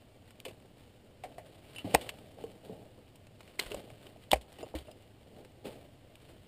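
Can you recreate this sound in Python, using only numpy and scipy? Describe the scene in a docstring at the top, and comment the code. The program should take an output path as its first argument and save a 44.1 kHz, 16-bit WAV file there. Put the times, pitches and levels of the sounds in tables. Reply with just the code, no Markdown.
"""Someone steps out of a ruined brick building onto dry woodland, heard from a camera worn on the body.
First twigs snap lightly and rubble knocks; shards clink just before a heavy step cracks wood at about 1.9 s.
Sharp snaps follow at 3.6 s, a second heavy step at 4.3 s with more clinks, and a duller knock at 5.7 s.
Snaps are filtered bursts of fibre clicks; knocks, clinks and thuds are decaying sines. Throughout, random
grains crunch as grit, litter and soil, over mount rumble and a faint steady rush of coloured noise."""
import sys
import numpy as np
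from scipy import signal
from scipy.fft import rfft, irfft
from scipy.io import wavfile
from scipy.ndimage import uniform_filter1d

SR = 44100
rng = np.random.default_rng(int(sys.argv[2]) if len(sys.argv) > 2 else 0)


def master(y):
    """Save y as 16-bit WAV."""
    cut = np.clip(np.atleast_2d(y).T, -1, 1)
    pcm = np.round(cut * 32767)  # scale
    wavfile.write(sys.argv[1], SR, pcm.astype(np.int16))


N = 285327


def from_db(db):
    """Decibels to gain."""
    return 10 ** (np.asarray(db) / 20)


def rms_one(x):
    """Scale to rms 1."""
    return x / np.sqrt(np.mean(x ** 2) + 1e-20)


def burst_one(x, size=220):
    """Scale so that the loudest 5 ms have rms 1."""
    power = uniform_filter1d(x ** 2, size, mode="constant")
    return x / np.sqrt(power.max() + 1e-20)


def add(out, s, x):
    """Mix x into out from time s [s] on."""
    at = max(0, round(s * SR))
    out[at:at + len(x)] += x[:N - at]


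def dying(t60, size=11025):
    """Exponential decay by 60 dB per t60 [s], a quarter second long by default."""
    return from_db(-60 * np.arange(size) / SR / t60)


def ring(hz, t60):
    """One struck mode: a decaying sine."""
    fade = dying(t60)
    return fade * np.sin(2 * np.pi * hz * np.arange(len(fade)) / SR)


def low_pass(x, order, hz):
    """Butterworth filter that dulls x above hz."""
    return signal.lfilter(*signal.butter(order, hz, fs=SR), x)


def high_pass(x, order, hz):
    """Butterworth filter that thins x below hz."""
    return signal.lfilter(*signal.butter(order, hz, "high", fs=SR), x)


def bell(x, hz, q, db):
    """One resonant peak or hollow."""
    w = 2 * np.pi * min(hz, SR / 2 - 1) / SR
    g = from_db(db / 2)
    a = np.sin(w) / (2 * q)
    zeros = [1 + a * g, -2 * np.cos(w), 1 - a * g]
    poles = [1 + a / g, -2 * np.cos(w), 1 - a / g]
    return signal.lfilter(zeros, poles, x)


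def response(spectrum, size=4096):
    """Causal (minimum-phase) impulse response with the given spectrum."""
    hz, db = np.transpose(spectrum)
    grid = np.maximum(np.arange(size // 2 + 1) * SR / size, 1)
    gain = from_db(np.interp(np.log(grid), np.log(hz), db))
    # folding the cepstrum forward in time makes the response causal
    cepstrum = irfft(np.log(gain))
    cepstrum[1:size // 2] *= 2
    cepstrum[size // 2 + 1:] = 0
    return irfft(np.exp(rfft(cepstrum)))


def coloured(x, spectrum):
    """x filtered to a spectrum, rms 1."""
    return rms_one(signal.oaconvolve(x, response(spectrum))[:len(x)])


def drift(rate):
    """Random wander of spread about 1, with rate [1/s] new targets joined by straight lines."""
    knots = rng.standard_normal(N // 40)
    return np.interp(np.arange(N) * rate / SR, np.arange(len(knots)), knots)


def grains(size, per_s, spread_db):
    """Random clicks, many small and a few large, rms 1."""
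    sizes = from_db(spread_db * np.minimum(rng.exponential(1, size), 4))
    signs = rng.choice([-1, 1], size)
    struck = rng.random(size) < per_s / SR
    return rms_one(sizes * signs * struck)


# spectrum of breaking wood before the stick's ring: (frequency [Hz], level [dB per Hz])
SNAP_COLOUR = [(150, -24.5), (500, 8), (1200, 4), (2300, 5.5), (4000, -2.5), (6000, -5.5), (9000, -3),
               (15000, -12)]
STRAIN_S, STRAIN_DB = .008, -24.5   # fibres tear faintly for this long before a twig breaks


def crack(db, t60, hz, ring_db, treble_db, first_db=8, build_s=.0016, ring_q=4.1, treble_hz=5500):
    """Wood strains, one fibre gives way, a swelling, dying cascade follows; the stick rings briefly."""
    strain = from_db(STRAIN_DB) * np.linspace(0, 1, round(STRAIN_S * SR))
    cascade = dying(t60) * (1 - dying(build_s))
    fade = np.concatenate([strain, cascade])
    fibres = fade * grains(len(fade), per_s=12000, spread_db=2.0)
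    fibres[len(strain)] += from_db(first_db)   # the first fibre to give way
    wood = signal.fftconvolve(fibres, response(SNAP_COLOUR))[:len(fade)]
    stick = bell(wood, hz, ring_q / 2, ring_db)
    dull = low_pass(stick, 1, treble_hz)
    treble = stick - dull
    return from_db(db) * burst_one(dull + from_db(treble_db) * treble)


# twigs breaking: (time [s], level [dB], cascade t60 [s], ring [Hz], ring boost [dB], treble gain [dB])
SNAPS = [(0.402, -47, 0.0062, 2700, 15, 14), (.4513, -40, 0.071, 2560, 11.5, 5.5),
         (0.4814, -49.5, 0.088, 2640, 13, 9), (1.2366, -44.5, 0.095, 2060, 8, -1.5),
         (1.381, -50, .1, 1940, 13, 4.5), (1.761, -51.5, .02, 2810, 8, 7),
         (1.7843, -41, 0.0095, 2620, 16, 4), (1.942, -33, 0.011, 2280, 0, -3.5),
         (1.9475, -17, 0.013, 1880, 15, 13.5), (1.956, -37.5, .05, 2600, 18, -16),
         (2.011, -44.5, 0.13, 3260, 10, 4), (2.0912, -33.5, 0.034, 2660, 8.5, -0.5),
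         (2.4378, -54.5, 0.055, 3000, 8, 20), (3.157, -57, .029, 3030, 3, 11),
         (3.269, -55, 0.027, 3000, 0, -8), (3.406, -48, 0.035, 2580, 2, -9),
         (3.4766, -54, .03, 2800, 3, -7), (3.593, -26, 0.02, 1930, 13.5, 3.5),
         (3.5965, -27, 0.016, 3940, 16.5, 7), (3.665, -48, .06, 2400, 3, -12),
         (3.717, -39, 0.033, 2800, 3, -5), (3.745, -39, 0.02, 2200, -7, -7),
         (3.902, -50, .018, 1480, 7, -6), (4.068, -51.5, 0.018, 3000, 10, 4),
         (4.3158, -22, 0.01, 3800, 15.5, 4), (4.3308, -21.5, 0.036, 2330, 8, 2),
         (4.357, -46.5, 0.085, 2300, 6, 3), (4.4116, -54, 0.092, 3360, 12, 14),
         (4.527, -52.5, .015, 3000, -17, -7), (4.586, -52.5, .03, 2400, 6, -4),
         (4.7514, -43.5, 0.055, 2210, 7, 1), (4.7872, -48.5, 0.022, 3560, 15, 14),
         (4.914, -55, 0.02, 3100, 6, 22), (5.448, -53, 0.033, 2900, 0, -7.5),
         (6.155, -53, .015, 3070, 11, 7)]


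def snaps():
    """The larger twigs break one by one, each strained just before its time."""
    out = np.zeros(N)
    for s, *twig in SNAPS:
        add(out, s - STRAIN_S, crack(*twig))
    return out


TWIGS_PER_S, TWIG_DB, TWIG_T60_S, TWIG_HZ = 2.1, -65, .02, 2940   # mean count per second, typical level, cascade t60, and a ring pitch that stays unheard without a boost


def small_twigs(spread_db=4.0, spread_octaves=.3):
    """Tiny twigs give way at random moments, each with a strength of its own; their ring gets no boost, so they
    have no pitch of their own."""
    out, count = np.zeros(N), round(TWIGS_PER_S * N / SR)
    times = rng.integers(0, N, count) / SR
    for s, (strength, pitch) in zip(times, rng.standard_normal((count, 2))):
        db = TWIG_DB + spread_db * strength
        hz = TWIG_HZ * 2 ** (spread_octaves * pitch)
        add(out, s, crack(db, TWIG_T60_S, hz, ring_db=0, treble_db=-1))
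    return out


# boot or loose rubble knocking, levels before the sole softens them:
# (time [s], level [dB], main ring [Hz], t60 before the length factors [s], loose rattle [dB])
KNOCKS = [(.454, -40.5, 518, 0.05, 2.5), (.484, -45, 387, 0.04, -3), (.65, -52, 435, 0.047, -4),
          (1.2372, -37, 736, .06, 5), (1.3822, -38, 670, 0.059, -1), (1.845, -35, 286, 0.12, -11),
          (1.855, -40.5, 190, 0.15, 2), (1.9421, -29, 188, 0.041, -21.5), (1.9427, -19.5, 506, 0.023, 7),
          (1.95, -13, 846, 0.026, -22), (2.386, -42.5, 550, 0.022, 5), (2.4398, -34, 461, 0.098, -13),
          (2.696, -41, 448, 0.087, -1), (2.698, -44, 181, .2, -3), (2.98, -51.5, 496, 0.032, 6),
          (3.593, -36, 460, 0.05, -3), (3.714, -42.5, 425, .088, 7), (3.7448, -33, 566, 0.042, -14),
          (3.9035, -46, 700, 0.012, -13.5), (4.161, -50.5, 685, .025, -9), (4.3155, -31, 910, .02, 16),
          (4.3271, -30.5, 223, .046, -22.5), (4.332, -13, 773, 0.04, -20),
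          (4.335, -25.5, 500, 0.051, -11.5), (4.359, -33.5, 580, 0.03, -4), (4.588, -48, 805, 0.024, -1),
          (4.629, -36, 547, 0.027, 6), (4.664, -48.5, 574, 0.039, 2), (4.741, -36.5, 544, 0.045, -2.5),
          (4.75, -36.5, 313, 0.15, -18), (4.884, -43.5, 617, 0.028, 6), (5.654, -38.5, 458, 0.068, 12)]
# what knocked rubble and boards ring with: (frequency [Hz], t60 [s], level before random spread [dB])
RUBBLE_MODES = [(165, 0.024, -31.5), (306, .05, -21.5), (480, 0.056, -27), (636, 0.046, -13.5),
                (753, 0.022, -12), (1070, 0.1, -29)]


def knocks(mode_spread_db=-2.5, rattle_length=2.1, main_length=.7, low_cut=0.64, sole_hz=1150):
    """A push and a rattle of smaller contacts ring the struck piece and the rubble it lies on."""
    out = np.zeros(N)
    for s, db, hz, t60, rattle_db in KNOCKS:
        body = ring(hz, t60 * main_length)
        for mode_hz, mode_t60, mode_db in RUBBLE_MODES:
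            level_db = mode_db + mode_spread_db * rng.standard_normal()
            body = body + from_db(level_db) * ring(mode_hz, mode_t60)
        # a small piece radiates little below its own ring
        body = high_pass(body, 2, low_cut * hz)
        contacts = dying(t60 * rattle_length) * rng.standard_normal(len(body))
        contacts *= from_db(rattle_db) / np.linalg.norm(contacts)
        contacts[0] += 1   # the push
        add(out, s, from_db(db) * burst_one(signal.fftconvolve(contacts, body)))
    # the rubber sole softens every contact; the tiny offset avoids vanishingly small numbers
    return low_pass(out + 1e-18, 2, sole_hz)


# body weight landing: (time [s], level before the soft onset [dB], frequency [Hz], t60 [s])
THUDS = [(1.845, -34, 103, 0.2), (1.946, -29, 62, 0.12), (3.66, -42, 42, 0.17), (3.745, -44.5, 50, 0.17),
         (3.922, -33.5, 112, 0.042), (4.335, -28, 62, 0.19), (4.749, -31.5, 68.4, 0.18)]


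def thuds(rise_s=.03):
    """The ground gives under a heavy step and swings a few times."""
    out = np.zeros(N)
    for s, db, hz, t60 in THUDS:
        soft_onset = 1 - dying(rise_s)
        add(out, s, from_db(db) * ring(hz, t60) * soft_onset)
    return out


# hard shards touching: (time [s], level [dB], where it is struck [0 face - 1 edge])
CLINKS = [(1.7614, -44, 0.36), (1.7832, -50, 0), (1.79, -46, 0), (4.606, -60.5, 0.33), (4.629, -51.5, 0.97),
          (4.871, -61, .8), (4.916, -60, 0.89)]
# what a shard rings with, levels before random spread:
# (frequency [Hz], t60 [s], level struck on the face [dB], level struck on the edge [dB])
SHARD_MODES = [(2764, 0.088, -1.5, -1), (2980, 0.076, -2.5, -9), (4960, 0.043, -29, 3),
               (7100, 0.058, -30, -2), (9200, 0.078, -12.5, -4)]


def clinks(mode_spread_db=3.5):
    """Each touch rings the shard's few high modes; where it lands decides which ones stand out."""
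    out = np.zeros(N)
    for s, db, edge in CLINKS:
        shard = 0
        for hz, t60, face_db, edge_db in SHARD_MODES:
            struck_db = face_db + edge * (edge_db - face_db)
            level_db = struck_db + mode_spread_db * rng.standard_normal()
            shard = shard + from_db(level_db) * ring(hz, t60)
        add(out, s, from_db(db) * burst_one(shard))
    return out


# a sole rolling, sliding and crushing litter:
# (time [s], rise [s], t60 [s], grit level [dB], scuff level [dB])
SLIDES = [(.245, .04, .2, -60.5, -81), (.45, 0.012, 0.71, -62.5, -55), (.74, 0.049, 0.9, -65, -65.5),
          (1.236, 0.012, 1.6, -66, -55.5), (1.44, 0.035, 0.39, -61.5, -61), (1.5, 0.22, 3.6, -60, -60),
          (1.777, 0.01, 0.15, -48.5, -60), (1.843, 0.008, 1.7, -53.5, -44.5), (1.89, 0.02, 1, -51, -55),
          (2.36, 0.022, 1.2, -60.5, -49.5), (2.62, 0.035, 0.67, -61, -53.5),
          (2.689, 0.0052, 0.81, -69, -47.5), (3.39, 0.053, 2.5, -62.5, -61),
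          (3.594, 0.0043, 0.47, -42.5, -47), (3.658, .075, 0.84, -53, -46), (3.97, 0.062, 0.84, -60, -54.5),
          (4.204, 0.027, .1, -55.5, -79), (4.44, .08, 2.2, -62, -64), (4.583, 0.026, 0.23, -57.5, -49.5),
          (4.75, 0.013, 0.32, -49.5, -51.5), (4.868, 0.0082, 0.49, -66.5, -54), (5.2, 0.19, 0.55, -66, -54),
          (5.639, 0.017, 0.63, -51, -43.5), (6.07, 0.16, 2.2, -63.5, -61.5)]
STANDING_GRIT_DB, STANDING_SCUFF_DB = -71.5, -63.5   # the litter under a resting foot


def pressure(steady_db, slide_db):
    """Gain of the resting foot plus each slide, which swells and dies away; powers add."""
    t, power = np.arange(N) / SR, from_db(steady_db) ** 2
    for (s, rise, t60, *_), db in zip(SLIDES, slide_db):
        swell = np.clip((t - s) / rise, 0, 1)
        fall_db = 60 * np.clip((t - s - rise) / t60, 0, 2)
        power = power + (swell * from_db(db - fall_db)) ** 2
    return np.sqrt(power)


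def footwork():
    """How hard the soles grind and scuff at every moment, as two gains."""
    *_, grit_db, scuff_db = np.transpose(SLIDES)
    return pressure(STANDING_GRIT_DB, grit_db), pressure(STANDING_SCUFF_DB, scuff_db)


# spectrum of grit and needles: (frequency [Hz], level [dB per Hz])
GRIT_COLOUR = [(300, -14.5), (1000, 7), (2000, 5.5), (3200, 4), (4300, -0.5), (6000, -10.5), (9000, -5.5),
               (15000, -12.5)]
# spectrum of scuffed soil: (frequency [Hz], level [dB per Hz])
SCUFF_COLOUR = [(80, -15), (200, 1), (400, 4.5), (650, 5.5), (850, -3.5), (1100, -26), (3000, -36)]


def tread(grinding, scuffing, clump_db=2.3, crackle_db=-2):
    """Grit grinds in clumps under the sole, dry needles crackle one by one, and the soil scuffs dully."""
    clumps = from_db(clump_db * drift(90))
    needles = grains(N, per_s=200, spread_db=2.5)
    grit = grains(N, per_s=5000, spread_db=1.5) + from_db(crackle_db) * needles
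    grit = coloured(grit, GRIT_COLOUR)
    scuff = coloured(grains(N, per_s=2300, spread_db=2.5), SCUFF_COLOUR)
    return clumps * (grit * grinding + scuff * scuffing)


def near_echoes(x, echo_db=-11, above_hz=1500, count=6):
    """Legs, ground and door frame return the treble within milliseconds and ripple its spectrum."""
    treble = high_pass(x, 1, above_hz)
    lags = (rng.uniform(.002, 0.013, count) * SR).astype(int)
    echoes = sum(np.pad(treble, (lag, 0))[:N] for lag in lags)
    return from_db(echo_db) / np.sqrt(count) * echoes


def walls(x, wet_db, t60, build_s, dull_hz):
    """Brickwork and trunks scatter back a weak, dull tail: x convolved with swelling, fading noise."""
    tail = dying(t60, size=22050) * (1 - dying(build_s, size=22050))
    tail = low_pass(tail * rng.standard_normal(len(tail)), 1, min(dull_hz, SR / 3))
    return from_db(wet_db) * signal.oaconvolve(x, tail / np.linalg.norm(tail))[:N]


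# spectrum of the shaken camera mount: (frequency [Hz], level [dB per Hz])
JOSTLE_COLOUR = [(15, -12), (35, -10.5), (65, -2.5), (110, 5.5), (160, -3.5), (300, -5.5), (900, -37.5)]
# spectrum of the rush of the wood: (frequency [Hz], level [dB per Hz])
AIR_COLOUR = [(30, 3), (110, -2), (300, -11.5), (650, -11), (1100, -10.5), (3000, -17), (5500, -25),
              (9000, -28.5), (15000, -46)]
AIR_DB = -65
JOSTLE_DB, JOSTLE_FOLLOWS = -61, 0.28   # the mount at rest; share of the footwork's swing in dB


def background(scuffing, settle_s=.07):
    """The steady rush of the wood, and the camera mount, which rumbles with each step and settles after."""
    keep = np.exp(-1 / (settle_s * SR))
    above_rest = scuffing / from_db(STANDING_SCUFF_DB) - 1
    shaken = 1 + signal.lfilter([1 - keep], [1, -keep], above_rest)
    rumble = coloured(rng.standard_normal(N), JOSTLE_COLOUR)
    jostle = from_db(JOSTLE_DB) * shaken ** JOSTLE_FOLLOWS * rumble
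    air = from_db(AIR_DB) * coloured(rng.standard_normal(N), AIR_COLOUR)
    return jostle + air


def scene():
    """Steps, their scatter from the walls, the hollow answer of the ruin, and the background."""
    grinding, scuffing = footwork()
    wood, ground = knocks(), tread(grinding, scuffing)
    steps = snaps() + small_twigs() + wood + clinks() + thuds()
    near = near_echoes(steps, echo_db=-18.5) + near_echoes(ground, echo_db=-9)
    scatter = walls(steps, wet_db=-27.0, t60=0.087, build_s=0.033, dull_hz=4500)
    ruin = walls(wood, wet_db=-43, t60=0.78, build_s=.08, dull_hz=1200)
    mix = steps + ground + near + scatter + ruin + background(scuffing)
    return mix[None]   # one channel


# the camera housing's peaks and hollows: (frequency [Hz], Q [1], gain [dB])
HOUSING = [(1380, 0.99, -5.5), (2960, 12, 4), (6060, 6.3, -9), (8850, 4.5, 2), (10380, 7.9, -6.5),
           (11340, 38, 4.5), (12000, 11, -5), (12450, 43, 4.5), (13100, 7.2, -3.5), (14800, 14, 3)]
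CUTOFF_HZ = 15300


def record(dry):
    """The housing's resonances colour the sound; a steep low-pass cuts the top."""
    for hz, q, db in HOUSING:
        dry = bell(dry, hz, q, db)
    top_cut = signal.ellip(10, .1, 80, CUTOFF_HZ, fs=SR, output="sos")
    return signal.sosfilt(top_cut, dry)


dry = scene()
out = record(dry)
master(out)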